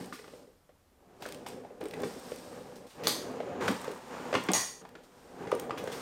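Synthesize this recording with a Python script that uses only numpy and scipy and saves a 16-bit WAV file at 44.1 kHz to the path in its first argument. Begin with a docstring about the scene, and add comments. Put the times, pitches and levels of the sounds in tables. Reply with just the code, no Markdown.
"""A wooden drawer rolls on steel ball-bearing slides as it is fitted and pushed home in a workshop.
Rough tracks force the box into a rumble while the balls hiss, the rails rub and, on the long push,
a hum climbs. Impacts excite free vibration: the box knocks, the ball cage ticks, and twice a rail
strikes its stop and rings. The hard walls return the impacts and scuffs as diffuse reverberation,
over the faint steady noise of the air."""
import sys
import numpy as np
from scipy import signal
from scipy.fft import rfft, irfft
from scipy.io import wavfile

SR = 44100
rng = np.random.default_rng(int(sys.argv[2]) if len(sys.argv) > 2 else 0)


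def dump_mix(stems):
    """Bounce the given channels to the path in sys.argv[1] as a 16-bit WAV at rate SR."""
    frames = np.atleast_2d(stems).T  # one column per channel
    limited = np.clip(frames, -1, 1)  # hard clip at full scale
    pcm = np.round(limited * 32767).astype(np.int16)
    wavfile.write(sys.argv[1], SR, pcm)


N = 265041

# Levels in the tables are relative.
# stretches of rolling, with abrupt level changes between them: t/s, rumble level/dB, hiss level/dB
ROLL_CURVES = [
    [(0.0, -39.5, -53.5), (0.156, -59.5, -66), (0.366, -55, -63), (0.494, -61.5, -74.5), (0.742, -102, -94)],
    [(1.008, -59, -91), (1.2, -53, -71)],
    [(1.21, -45, -60), (1.396, -46.5, -70), (1.646, -48, -73), (1.8, -52.5, -75)],
    [(1.81, -42.5, -64), (1.9, -45.5, -62.5), (2.04, -39, -59.5), (2.166, -47, -59.5),
     (2.314, -48.5, -53.5), (2.728, -48.5, -63.5), (2.87, -50, -70.5), (2.9, -65.5, -60.5)],
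    [(3.03, -41, -65.5), (3.134, -43, -73), (3.232, -39, -63), (3.448, -38.5, -64.5), (3.6, -39, -70.5)],
    [(3.61, -36.5, -54.5), (3.662, -42.5, -50), (3.788, -47.5, -54.5), (4.0, -47, -61), (4.19, -45, -58.5),
     (4.44, -41, -57), (4.53, -47.5, -61), (4.81, -65.5, -80)],
    [(4.82, -49.5, -68), (4.932, -59, -78.5), (5.19, -58.5, -67), (5.42, -41.5, -64), (5.59, -41.5, -63.5),
     (5.714, -38, -70), (5.852, -40, -59), (6.01, -42.5, -50.5)],
]
# how tightly the rails bind, one value for each stretch: level added to the rub/dB
BINDING_DB = [-5.5, 3, 0, -2.5, 3.5, 5.5, 2]
# normal modes of the wooden box and of the steel rail: f/Hz, level/dB, T60/s
BOX_MODES = [(77, -28, 0.054), (144, -27, 0.014), (185.7, 2, 0.29), (258.3, 9, 0.1), (320, 1.5, 0.087),
             (388.6, 8, 0.068), (452.2, 9.5, 0.067), (495, 10.5, 0.083), (580, 8.5, 0.038),
             (713, 2.5, 0.073), (800.4, 4.5, 0.056), (960, -11, 0.11), (1214, -3.5, 0.032),
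             (1500, -10, 0.018), (1665, -1.5, 0.013)]
RAIL_MODES = [(1083, 1, 0.023), (1957, 1.5, 0.039), (2450, -8, 0.02), (3620, -11, 0.032), (4660, 0, 0.027),
              (5950, -2, 0.012), (6320, -4, 0.04), (5900, -15, 0.049), (6720, 6.5, 0.0071),
              (6700, -3, 0.029), (8300, -6, 0.0071), (8900, -6.5, 0.022), (8800, -10, 0.015),
              (12400, -8, 0.0059), (12600, -7, 0.011), (14700, -28, .006)]
# blows on the box: t/s, level/dB, f favoured by the spot struck/Hz, crack over body/dB
BOX_BLOWS = [(0.009, -32.5, 247, -14), (0.123, -35, 255, -21), (0.1253, -31, 1410, -10),
             (0.191, -39, 470, -7), (0.242, -45, 466, -4), (0.279, -46, 580, -2.5), (0.336, -36, 470, -20),
             (0.472, -43.5, 447, -25), (0.692, -45, 584, -17), (1.222, -35.5, 830, -8),
             (1.255, -28, 1800, -27), (1.26, -31.5, 530, -8), (1.463, -30, 1020, -9.5),
             (1.648, -35.5, 765, -21), (1.704, -35.5, 560, -24), (1.812, -27.5, 540, -14.5),
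             (1.83, -24, 396, -35), (1.855, -24, 413, -18.5), (1.936, -36, 530, -4), (1.982, -53, 530, -18),
             (2.034, -17.5, 387, -14.5), (2.161, -30.5, 453, -38), (2.318, -28, 480, -14.5),
             (3.403, -16.5, 580, -24), (3.487, -35, 534, -22), (3.6803, -14, 1500, -10),
             (3.684, -18.5, 530, -19), (3.686, -24.5, 200, -40), (3.7, -18.5, 254, -36),
             (3.878, -22.5, 440, -19), (4.328, -18, 537, -11), (4.34, -17.5, 480, -10),
             (4.351, -19.5, 416, -2), (4.36, -22.5, 266, -38), (4.487, -19, 328, -5),
             (4.488, -24, 184, -37), (4.502, -21, 760, -35), (4.513, -24.5, 510, -27),
             (4.851, -36, 930, -11), (4.953, -46, 327, 2.5), (5.472, -26, 440, -15),
             (5.517, -20.5, 1100, -10.5), (5.526, -14.5, 480, -46), (5.539, -20.5, 500, -47),
             (5.55, -27, 470, -19), (5.695, -29.5, 800, -14), (5.707, -23, 1230, -12),
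             (5.72, -26.5, 327, -41), (5.775, -38.5, 304, 0), (5.838, -25.5, 480, -27),
             (5.875, -26, 510, -9)]
# rail against its stop: t/s, crash level/dB, clack f/Hz, clack level/dB, ring level/dB
STOP_IMPACTS = [(3.071, -19.5, 4300, -13, -59), (3.081, -33, 11600, -21, -41.5),
                (4.535, -24, 6470, -12, -27.5)]
# contacts of the ball cage: t/s, level/dB, offset for the lower rail sound/dB
CAGE_CONTACTS = [(0.0438, -51, 9), (0.0595, -49, -14), (1.2233, -46.5, 13.5), (1.263, -44, -5),
                 (1.288, -43.5, 9), (1.3233, -40, 6), (1.3463, -46.5, 8), (1.4866, -41, -31),
                 (1.809, -50, 5), (1.8392, -46, 4), (1.8566, -44, -17), (1.8848, -43, -10),
                 (1.91, -49, 13.5), (1.9394, -49.5, 14), (2.003, -49, 11), (2.02, -40.5, 3),
                 (2.197, -46, -14), (2.3131, -48, -3), (2.36, -47, 6), (3.3164, -52, -3), (3.713, -35, -9),
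                 (3.7628, -55, -5), (3.778, -51, -8), (3.815, -40, -33.5), (3.8454, -43, 7),
                 (3.916, -45.5, 12), (3.9484, -50, -10), (3.978, -55, -3), (4.4099, -50, -10),
                 (4.4385, -37.5, -17), (4.467, -46, -3), (4.5177, -26, -6), (4.891, -54.5, 9),
                 (5.5159, -43, 7), (5.5513, -37, -13), (5.5977, -32.5, 2), (5.841, -44, -13),
                 (5.873, -45, -1)]
# resonances of a cage tick: f/Hz, nominal width/Hz, level/dB
CAGE_MODES = [(8600, 450, 16.5), (9600, 270, -6), (12500, 3400, 20), (13300, 560, -18)]
# rail scuffing along rail: t/s, level/dB, decay time/s, tilt towards the treble/dB
RAIL_SCUFFS = [(0.128, -47, 0.037, 7), (1.226, -50, 0.076, 2), (1.464, -47, 0.031, 6.5),
               (2.044, -55, 0.12, 12), (2.757, -60.5, 0.019, 16), (2.867, -59.5, 0.015, 11.5),
               (2.906, -56.5, 0.016, -1), (3.036, -43, 0.085, -0.5), (3.678, -34.5, 0.012, 5.5),
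               (4.342, -46, 0.016, 9), (5.035, -63.5, 0.023, 12), (5.595, -48.5, 0.0031, 1),
               (5.779, -47, 0.016, -5), (5.918, -43, 0.035, 2.5)]
# spectral densities of the noises: f/Hz, level/dB
RUB_SPECTRUM = [(530, -5), (900, 2.5), (1390, -4), (1620, -5.5), (1750, -7.5), (2460, -11), (5500, -26),
                (7150, -19), (12100, -120)]   # rail on rail
HISS_SPECTRUM = [(2350, -8), (4000, -5.5), (5470, -4), (6300, -8.5), (7650, -8.5), (8510, -5),
                 (10600, -16.5), (13900, -13.5), (15900, -24), (16400, -25)]   # balls in the rails
CRACK_SPECTRUM = [(700, -1), (1400, 1.5), (2200, -3), (3300, -8.5), (5000, -14.5), (8000, -23.5),
                  (16400, -52)]   # sharp edge of a blow on wood
CRASH_SPECTRUM = [(120, -18), (300, -10), (600, -1), (1000, -0.5), (2000, -6.5), (4000, -9), (6000, -5),
                  (9000, -6), (12500, -18.5), (15500, -15.5), (16500, -28)]   # steel striking steel
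RATTLE_SPECTRUM = [(1000, -2), (2500, 5), (3500, 3), (6000, -3), (8000, -12)]   # lower sound of the rail
AIR_SPECTRUM = [(12, -111), (20, -5.5), (81, -1), (124, -9), (360, -11.5), (519, -13), (614, -15),
                (1080, -17.5), (2570, -26.5), (15000, -31.5), (16400, -60)]   # air of the room
# reverberation time of the workshop: f/Hz, T60/s
REVERB_TIMES = [(150, 0.3), (1000, 0.2), (4000, 0.44), (9000, 0.44), (15000, 0.34)]


def rolling():
    """Forced vibration: balls on rough tracks drive the box modes; the rails rub and hiss."""
    t = np.arange(N) / SR
    times, *levels = np.transpose(np.concatenate(ROLL_CURVES))
    rumble_db, hiss_db = [np.interp(t, times, level) for level in levels]
    binding_db = np.interp(t, times, np.repeat(BINDING_DB, [len(curve) for curve in ROLL_CURVES]))
    rub_db = binding_db + 0.51 * rumble_db + 0.49 * hiss_db
    load = drift(14)   # the hand's pressure wavers
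    tracks = [grains(900, 3.83) * from_db(2.73 * load + 2.5 * drift(7.7)) for _ in range(4)]
    # the screws and wood pass little treble
    tracks = signal.sosfilt(signal.butter(2, 680, fs=SR, output="sos"), tracks)
    wood = sum(from_db(db) * rms_one(ring(tracks[k % 4], hz, t60))
               for k, (hz, db, t60) in enumerate(BOX_MODES))
    rub = from_db(rub_db + 2.5 * load) * colour(grains(6000, 2.34), RUB_SPECTRUM)
    balls = grains(per_s=9000, spread_db=2.1)
    grit = from_db(-15) * grains(per_s=60, spread_db=2.2)
    hiss = from_db(hiss_db + 0.37 * load) * colour(balls + grit, HISS_SPECTRUM)
    return from_db(rumble_db) * rms_one(wood) + rub + hiss


def rolling_hum(start_s=3.1, end_s=3.62, start_hz=309.5, end_hz=613):
    """Frequency modulation: a wavering tone climbs with the rolling speed on the long push."""
    progress = np.clip((np.arange(N) / SR - start_s) / (end_s - start_s), 0, 1)
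    hz = (start_hz + (end_hz - start_hz) * progress) * (1 + 0.0497 * drift(38))
    swell = from_db(-43 + 4.1 * drift(30.08)) * np.sqrt(np.abs(np.sin(np.pi * progress)))
    return swell * np.sin(2 * np.pi * np.cumsum(hz) / SR)


def box_knocks(rise_cycles=0.63):
    """Modal superposition: a blow starts the box modes together; its sharp edge is heard as a crack."""
    hz, db, t60 = np.transpose(BOX_MODES)
    body, t = np.zeros(N), np.arange(SR // 5)[:, None] / SR
    phases = rng.uniform(0, 2 * np.pi, (len(BOX_BLOWS), len(BOX_MODES)))
    for (start_s, level_db, favoured_hz, _), phase in zip(BOX_BLOWS, phases):
        # held in the hands the box rings shorter than when free, and shorter still when struck hard
        held_t60 = t60 * max(0.66 - 0.0054 * (level_db + 19.5), .1)
        octaves_off = np.log2(hz / favoured_hz)
        share = from_db(db / 2) * np.exp(-.5 * (octaves_off / 0.3) ** 2)
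        modes = share * from_db(-60 * t / held_t60) * np.sin(2 * np.pi * hz * t + phase)
        rise = 1 - np.exp(-t[:, 0] * favoured_hz / rise_cycles)
        blow = modes.sum(axis=1) * rise / np.sqrt(np.sum(share ** 2))
        i = round(start_s * SR)
        body[i:i + len(t)] += from_db(level_db) * blow[:N - i]
    times, level_db, _, crack_db = np.transpose(BOX_BLOWS)
    edges = rng.standard_normal(N) * bursts(times, level_db + crack_db, decay_s=.006)
    return body, colour(edges, CRACK_SPECTRUM)


def rail_stops(chatter_s=0.051):
    """Impact excitation: steel on steel crashes and clacks, then the loose rail chatters and rings."""
    times, crash_db, clack_hz, clack_db, ring_db = np.transpose(STOP_IMPACTS)
    hit = colour(rng.standard_normal(N) * bursts(times, crash_db, decay_s=.0015), CRASH_SPECTRUM)
    for i, hz, db in zip(np.round(times * SR), clack_hz, clack_db):
        hit += ring(from_db(db) * (np.arange(N) == i), hz, t60=0.003)
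    chatter = bursts(times, ring_db, chatter_s) / np.sqrt(chatter_s * SR) * grains(4000, 4.8)
    modes = sum(from_db(db) * ring(chatter, hz, t60) for hz, db, t60 in RAIL_MODES)
    clatter = from_db(24.5) * colour(chatter, CRASH_SPECTRUM)
    return hit, modes + clatter


def cage_ticks():
    """Damped resonance: tiny steel contacts excite short high modes and the rail's lower rattle."""
    times, level_db, rail_db = np.transpose(CAGE_CONTACTS)
    high = rng.standard_normal(N) * bursts(times, level_db - 26, decay_s=.0012)
    low = rng.standard_normal(N) * bursts(times, level_db + rail_db - 7, decay_s=.0024)
    modes = sum(from_db(db) * ring(high, hz, t60=1.35 / width) for hz, width, db in CAGE_MODES)
    return modes + colour(low, RATTLE_SPECTRUM)


def rail_scuffs():
    """Sliding friction: brief rubs of steel on steel, each with a dull and a bright part."""
    times, db, decay_s, tilt_db = np.transpose(RAIL_SCUFFS)
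    dull = grains(5000, 1.5) * bursts(times, db - tilt_db, decay_s)
    bright = grains(8000, 3.6) * bursts(times, db + tilt_db - 9, decay_s)
    return colour(dull, RATTLE_SPECTRUM) + colour(bright, HISS_SPECTRUM)


def reverberation(parts, build_s=0.0011):
    """Diffuse field: the echoes build up, then each band decays at its own rate."""
    t, edges = np.arange(SR) / SR, np.geomspace(60, 17000, 13)
    tail = np.zeros(SR)
    for low, high in zip(edges, edges[1:]):
        band = signal.butter(2, [low, high], "band", fs=SR, output="sos")
        t60 = at_hz(REVERB_TIMES, np.sqrt(low * high))
        tail += signal.sosfilt(band, rng.standard_normal(SR)) * from_db(-60 * t / t60)
    tail *= 1 - np.exp(-t / build_s)
    return signal.fftconvolve(parts, tail[None] / np.sqrt(np.sum(tail ** 2)), axes=1)[:, :N]


def room_air():
    """Stationary noise: the faint air of the room, strongest in the bass."""
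    return from_db(-66.5) * colour(rng.standard_normal(N), AIR_SPECTRUM)


def ring(force, hz, t60):
    """Damped oscillator: a unit impulse starts a decaying sine of height 1."""
    r, w = from_db(-60 / (t60 * SR)), 2 * np.pi * hz / SR
    return signal.lfilter([0, np.sin(w)], [1, -2 * r * np.cos(w), r * r], force + 1e-18)


def grains(per_s, spread_db):
    """Shot noise: random contacts of uneven size and sign, at rms 1."""
    sizes = from_db(spread_db * np.minimum(rng.exponential(1, N), 4)) * rng.choice([-1, 1], N)
    return rms_one(sizes * (rng.random(N) < per_s / SR))


def bursts(times, levels_db, decay_s):
    """Exponential decay: the envelope of contacts that start at once and die away."""
    envelope = np.zeros(N)
    for start_s, db, tau in np.broadcast(times, levels_db, decay_s):
        i, t = round(start_s * SR), np.arange(int(6 * tau * SR) + 2) / SR
        envelope[i:i + len(t)] += (from_db(db) * np.exp(-t / tau))[:N - i]
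    return envelope


def drift(per_s):
    """Slow fluctuation: straight lines join random values of unit variance."""
    steps = rng.standard_normal(round(N / SR * 40))
    return np.interp(np.arange(N) / SR * per_s, np.arange(len(steps)), steps)


def colour(x, spectrum):
    """Minimum-phase filtering with the given spectrum and unit power gain."""
    hz = np.maximum(np.arange(2049) * SR / 4096, 10)
    cepstrum = irfft(np.log(from_db(at_hz(spectrum, hz))))
    cepstrum[1:2048] *= 2
    cepstrum[2049:] = 0
    response = irfft(np.exp(rfft(cepstrum)))
    return signal.oaconvolve(x, response / np.sqrt(np.sum(response ** 2)))[:N]


def at_hz(points, hz):
    """Interpolation of a table (f/Hz, value) on a logarithmic frequency axis."""
    table_hz, values = np.transpose(points)
    return np.interp(np.log(hz), np.log(table_hz), values)


def from_db(db):
    """Amplitude ratio for a level in decibels."""
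    return 10 ** (np.asarray(db) / 20)


def rms_one(x):
    """Normalisation to rms 1."""
    return x / np.sqrt(np.mean(x ** 2) + 1e-20)


def scene(break_s=4.825):
    """Superposition of the direct sound, its reverberation and the air of the room."""
    body, crack = box_knocks()
    hit, ringing = rail_stops()
    tick, scuff = cage_ticks(), rail_scuffs()
    t = np.arange(N) / SR
    to_room = (from_db(-4) * body + from_db(-3.5) * (crack + scuff) + from_db(-9) * tick
               + from_db(3.5) * hit + from_db(4) * ringing)
    echoes_before, echoes_after = reverberation(to_room * np.array([t < break_s, t >= break_s]))
    fade = np.clip((break_s - t) / 0.0078, 0, 1)   # the ringing and the echoes so far break off
    drawer = rolling() + rolling_hum() + body + crack + tick + scuff + from_db(5) * hit
    drawer += fade * (ringing + echoes_before) + echoes_after
    # a high-pass filter thins the deep bass of the drawer's sound
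    drawer = signal.sosfilt(signal.butter(3, 100.5, "high", fs=SR, output="sos"), drawer)
    return (drawer + room_air())[None]


def record(dry, ceiling=.4, cutoff_hz=16600):
    """Soft saturation rounds the peaks; a low-pass filter removes the highest treble."""
    rounded = ceiling * np.tanh(dry / ceiling)
    return signal.sosfilt(signal.cheby2(16, 70, cutoff_hz, fs=SR, output="sos"), rounded)


dry = scene()
out = record(dry)
dump_mix(out)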